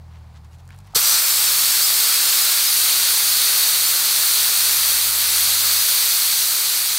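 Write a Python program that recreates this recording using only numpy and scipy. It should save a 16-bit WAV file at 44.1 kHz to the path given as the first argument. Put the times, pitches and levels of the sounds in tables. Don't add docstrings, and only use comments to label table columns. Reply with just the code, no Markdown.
import sys
import numpy as np
from scipy import signal
from scipy.io import wavfile
from scipy.ndimage import uniform_filter1d

SR = 44100
rng = np.random.default_rng(int(sys.argv[2]) if len(sys.argv) > 2 else 0)


def log_audio(samples):
    frames = np.atleast_2d(samples).T
    limited = np.clip(frames, -1, 1)
    pcm = np.round(limited * 32767).astype(np.int16)
    wavfile.write(sys.argv[1], SR, pcm)


def gain_from_db(level_db):
    decades = np.asarray(level_db, float) / 20
    return 10 ** decades


N = 307818


def evened(x):
    return x / np.sqrt(np.mean(x ** 2) + 1e-20)


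def smooth_noise(count, size, passes=1):
    x = rng.standard_normal(count)
    for _ in range(passes):
        x = uniform_filter1d(x, size)
    return evened(x)


def read(points, hz):
    f, level_db = np.transpose(points)
    return np.interp(np.log(hz + 1), np.log(f + 1), level_db)


def add(mix, s, sound):
    part = mix[round(s * SR):][:len(sound)]
    part += sound[:len(part)]


def noise(db_of, size):
    s = np.arange(4 * N // size + 5) * size / 4 / SR
    hz = np.fft.rfftfreq(size, 1 / SR)[:, None]
    real, imaginary = rng.standard_normal((len(s), len(hz), 2)).T
    spectra = (real + 1j * imaginary) * gain_from_db(db_of(hz, s))
    return evened(signal.istft(spectra, nperseg=size, noverlap=3 * size // 4)[1][:N])


def patches(hz, s, bins, frames):
    field = rng.standard_normal((len(s), len(hz))).T
    return evened(uniform_filter1d(uniform_filter1d(field, bins, 0), frames, 1))


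# t/s, jet level/dB, shading by the fingers/dB
AIR_FLOW = [(.985, -17.5, 0), (1.01, -16, -5), (1.05, -16.5, 0), (1.09, -14.5, -1.5), (1.16, -16.5, 1),
            (1.23, -16, -4.5), (1.3, -15, -1.5), (1.93, -15, -1.2), (2.15, -15, -1), (3.2, -15, -0.2),
            (3.7, -16, 0.5), (3.98, -17, 0.5), (4.17, -16, 0), (4.97, -15.5, -1), (5.13, -17.5, -1.1),
            (5.4, -16.1, 0.4), (6.09, -16, -0.1), (6.98, -19, 0.6)]
OPEN_S = .9468


def jet():
    t = np.arange(N) / SR
    at, level_db, _ = np.transpose(AIR_FLOW)
    rise_s, pop_db, pop_s = .013, 4, 0.022
    flutter_db = 0.48 * smooth_noise(N, 40)
    opening = np.clip((t - OPEN_S) / rise_s, 0, 1) ** 0.7
    rush_db = pop_db * np.exp(-(np.maximum(t - OPEN_S, 0) / pop_s) ** 2 / 2)
    hiss = noise(jet_colour, size=512)
    hiss = hiss * opening * gain_from_db(flutter_db + rush_db + np.interp(t, at, level_db))
    echo_s, echo_db = 0.0012, -50
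    return hiss + gain_from_db(echo_db) * np.roll(hiss, round(echo_s * SR))


# f/Hz, level per Hz/dB
FREE_JET = [(250, -24.5), (500, -22), (1000, -16.5), (2000, -9), (3200, -6.5), (5500, -3.5), (8000, 0.5),
            (11000, 1), (13500, -0.5), (15000, 0), (15800, -6)]
# f/Hz, width/Hz, level/dB
VENT_RESONANCES = [(470, 374, 6.5), (836, 87, 4.5), (2300, 870, 3.5), (3330, 160, 2.5), (3810, 800, 4.5),
                   (4450, 870, 9), (6270, 130, 4.5), (11700, 190, -2.5), (12810, 190, -1), (13770, 110, -3),
                   (14500, 210, -4.5), (14740, 170, 0), (15070, 950, 0.5)]
# f/Hz, width/Hz, level/dB in grips one, two, three, four
HAND_HOLLOWS = [(1277, 760, 13, 10, 9, 9.0), (5280, 1100, 3.5, 3, 0.6, 0.6),
                (5900, 340, 7.5, -0.5, 1.5, 3.2), (7670, 520, 4, -1.1, -2, -3.5),
                (8080, 670, 1.5, 3.5, 0.8, 4), (8860, 620, 0.5, -2.0, -3, -2.5),
                (9180, 380, 5, 5.3, 5, 3.0), (9550, 300, -4, -3.0, 7, 6), (9770, 470, -2.2, -2.3, -7.5, -7),
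                (10380, 650, -4, -1, -0.2, 3.4), (10660, 460, -0.6, -3, -4.5, -5.5),
                (11300, 220, 2, -1.9, -1.9, 1), (13200, 330, 6, 3, -1, 4.0), (14000, 180, 2.8, 0, 2.5, 5)]
GRIP_CHANGES = [
    1.26,
    2.56,
    3.48,
]


def jet_colour(hz, s):
    move_s = 0.15
    moved = [np.clip((s - g) / move_s + .5, 0, 1) for g in GRIP_CHANGES]
    grips = -np.diff([np.ones_like(s), *moved, 0 * s], axis=0)
    resonances_db = lift(hz, VENT_RESONANCES) + lift(hz, HAND_HOLLOWS) @ grips
    steep = -3 * np.log2(np.maximum(250 / (hz + 1), 1))
    eddies = 0.49 * patches(hz, s, bins=6, frames=24) + 0.12 * patches(hz, s, bins=90, frames=3)
    surge = 0.26 * patches(hz, s, bins=60, frames=45)
    return read(FREE_JET, hz) + steep + resonances_db + shading(hz, s) + eddies + surge


def lift(hz, rows):
    rows = np.array(rows)
    centre, width = rows[:, 0], rows[:, 1]
    return (1 / (1 + (2 * (hz - centre) / width) ** 2)) @ rows[:, 2:]


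def shading(hz, s):
    at, level_db, shade_db = np.transpose(AIR_FLOW)
    sag_db = 3 * np.maximum(at - 5.6, 0)
    swing_db = level_db + 15.5 + sag_db

    def region(offset_db, shaded, resists):
        return np.interp(s, at, offset_db + shaded * shade_db - resists * swing_db)

    low = region(-1.6, 0.48, 0.58) / (1 + (hz / 2800) ** 6)
    vent = region(-.1, .95, 0.18) / (1 + abs((hz - 4300) / 800) ** 4)
    palm = region(-1, .45, 0.12) / (1 + abs((hz - 7000) / 1900) ** 4)
    return low + vent + palm


# f/Hz, level per Hz/dB
SKIN_COLOUR = [(470, -32), (800, -10), (2470, -9), (2660, -9), (5140, -10), (6040, -9), (7010, -10),
               (15500, -13)]
# middle t/s, half length/s, level/dB, top f/Hz
STROKES = [(.1, .04, -66, 5000), (.15, 0.06, -57, 6000), (.22, .05, -63, 5000), (.3, 0.088, -64, 5000),
           (.367, 0.033, -55, 7000), (.455, 0.019, -58, 7000), (.54, 0.04, -57, 12000),
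           (.598, 0.027, -59, 12000), (.73, 0.055, -54, 5000), (.79, 0.044, -62, 9000),
           (.87, 0.052, -58, 10000), (.9, .05, -63, 4000), (.93, .03, -56, 10000)]


def rubs():
    out = np.zeros(N)
    skin = noise(lambda hz, s: read(SKIN_COLOUR, hz) + 0 * s, size=256)
    grain = rng.standard_normal(N)
    grain = evened(uniform_filter1d(uniform_filter1d(grain, size=70), size=40))
    skin *= gain_from_db(3.4 * grain)
    for s, half_s, db, top_hz in STROKES:
        part = skin[round((s - half_s) * SR):round((s + half_s) * SR)]
        four_poles = np.poly(4 * [np.exp(-2 * np.pi * top_hz / SR)])
        dulled = signal.lfilter([1], four_poles, part)
        add(out, s - half_s, gain_from_db(db) * evened(dulled + 1e-9) * np.hanning(len(part)))
    return out


# t/s, peak level/dB, centre f/Hz
THREAD_CLICKS = [(0.1898, -47, 6400), (0.362, -46, 4500), (0.447, -40, 6500), (0.545, -46, 6000),
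                 (0.4505, -50, 5700), (0.5856, -44, 7400), (0.5939, -51, 6200), (0.6545, -44, 9600),
                 (0.6608, -51, 7900), (0.6776, -34, 8050), (0.6906, -36, 6500), (0.7056, -32, 2200),
                 (0.723, -39, 5600), (0.7385, -51, 3600), (0.7467, -42, 9300), (0.7546, -48, 9300),
                 (0.7625, -39, 9600), (0.778, -40, 9100), (0.7866, -39, 8500), (0.7892, -31, 8000),
                 (0.8018, -45, 9000), (0.8044, -41, 8400), (0.8135, -49, 6800), (0.8461, -49, 5000),
                 (0.8716, -38, 9700), (0.9223, -46, 5000)]


def clicks():
    out, u = np.zeros(N), np.arange(5000) / SR
    snap_decay = gain_from_db(np.maximum(-90000 * u, -200))
    rattle_decay = gain_from_db(np.maximum(-14 - 7500 * u, -200))
    for s, db, hz in THREAD_CLICKS:
        turn = 2 * np.pi * hz * u
        rough = uniform_filter1d(rng.standard_normal(len(u)), size=5)
        rattle = 3 * rattle_decay * rough * np.sin(turn)
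        add(out, s, gain_from_db(db) * (snap_decay * np.cos(turn) + rattle))
    return out


# t/s, peak level/dB, f/Hz, t60/s
BRASS_KNOCKS = [(.6906, -33, 1600, .007), (.7056, -28, 2300, .005), (.7056, -28, 1700, .006),
                (.7056, -36, 3300, .004), (.7056, -43, 1100, .01), (.936, -28, 765, 0.021),
                (.937, -35, 1250, 0.02), (.945, -21, 130, .035), (.951, -26, 350, .02),
                (.96, -16, 470, 0.033), (.961, -17, 160, 0.024)]


def knocks():
    out, u = np.zeros(N), np.arange(5000) / SR
    for s, db, hz, t60 in BRASS_KNOCKS:
        decay = gain_from_db(db - 60 * u / max(t60, .004))
        onset = 1 - np.exp(-u * hz)
        add(out, s, decay * onset * np.sin(2 * np.pi * hz * u))
    return out


# t/s, firing rate f/Hz, effort level/dB
ENGINE = [(0, 41.3, -42.5), (.45, 37.56, -45.5), (.82, 47.8, -42.5), (1.0, 51, -50.5), (1.3, 58.7, -59),
          (1.61, 65.8, -52.5), (1.86, 69, -58), (2.14, 54.8, -59), (2.66, 40.7, -64), (2.78, 41.6, -56),
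          (4.08, 55.8, -58.5), (4.9, 70.5, -50), (5.78, 85.8, -48), (5.93, 81, -62), (6.17, 69.4, -62),
          (6.3, 65, -55), (6.5, 57.4, -63), (6.98, 55, -60)]
# f/Hz, level/dB
PIPE = [(35, -22), (55, -1.5), (80, 1.5), (120, -5.5), (160, -13.5), (200, -20), (260, -61)]


def car():
    t, slow = np.arange(N) / SR, np.arange(0, N + 256, 256) / SR
    s, *columns = np.transpose(ENGINE)
    hz, effort_db = (np.interp(slow, s, c) for c in columns)
    slowing = uniform_filter1d(-np.gradient(hz, slow), size=10)
    coast_from, coast_full = 9, 34
    coasting = np.clip((slowing - coast_from) / (coast_full - coast_from), 0, 1)
    overtones_db = 0.5 + 0.1218 * (hz - hz[0]) - 10 * coasting
    turns = np.cumsum(np.interp(t, slow, hz)) / SR
    out = np.zeros(N)
    for k in range(1, 7):
        waver_db = .7 * smooth_noise(len(slow), 20, passes=2)
        db = effort_db + read(PIPE, k * hz) + overtones_db * (k > 1) + waver_db
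        tone = np.sin(2 * np.pi * (k * turns + rng.random()))
        out += np.sqrt(2) * np.interp(t, slow, gain_from_db(db)) * tone
    return out


# f/Hz, level per Hz/dB
ROAD_COLOUR = [(15, -30), (30, -8), (64, 13), (130, 14.5), (200, 3), (270, -6), (510, -4.5), (830, 2),
               (1410, -7.5), (3170, -17.5), (4620, -13), (5500, -19), (15500, -27)]


def road():
    wash = noise(lambda hz, s: read(ROAD_COLOUR, hz) + 0.55 * patches(hz, s, bins=8, frames=12), size=1024)
    duck_db = -7 * np.clip((np.arange(N) / SR - OPEN_S) / 0.051, 0, 1)
    return gain_from_db(-51 + duck_db) * wash


def scene():
    return np.tile(jet() + rubs() + clicks() + knocks() + car() + road(), (2, 1))


# t/s, number of bands
STRAY_BANDS = [(1.012, 3), (1.174, 1), (1.244, 3), (1.314, 1), (1.476, 4), (1.848, 3), (2.08, 1), (2.15, 2),
               (2.173, 1), (2.312, 1), (2.335, 1), (2.428, 1), (2.684, 2), (2.73, 1), (3.171, 1),
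               (3.543, 2), (3.612, 2), (3.868, 2), (4.1, 1), (4.657, 1), (5.122, 1), (5.47, 2), (5.633, 2),
               (5.795, 2), (6.329, 2), (6.747, 1), (6.817, 1), (6.91, 1), (6.979, 2)]


def stray_bands(x):
    half, offset = 1024, 587
    x = np.pad(x, ((0, 0), (0, 2 * half)))
    kaiser = np.kaiser(half + 1, 4 * np.pi)
    window = np.sqrt(np.cumsum(kaiser)[:-1] / kaiser.sum())
    turn = np.pi / half * np.outer(np.arange(half) + .5, np.arange(2 * half) + .5 + half / 2)
    lapped = np.r_[window, window[::-1]] * np.sqrt(2 / half) * np.cos(turn)
    edges_hz = np.linspace(4130, 15850, 9)
    edges = np.round(edges_hz * 2 * half / SR).astype(int)
    for s, bands in STRAY_BANDS:
        start = offset + half * round((s * SR - offset) / half - 1)
        span = slice(start, start + 2 * half)
        for k in rng.permutation(len(edges) - 1)[:bands]:
            band = lapped[edges[k]:edges[k + 1]]
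            old = x[:, span] @ band.T
            new = old.std() * rng.standard_normal(old.shape)
            x[:, span] += (new - old) @ band
    return x[:, :N]


def top_cut(x):
    return signal.sosfilt(signal.butter(12, 16740, fs=SR, output="sos"), x)


def record(dry):
    low_pass = signal.firwin(3071, 15790, window=("kaiser", 9), fs=SR)
    mix = stray_bands(signal.oaconvolve(dry, low_pass[None], "same"))
    return top_cut(mix)


dry = scene()
out = record(dry)
log_audio(out)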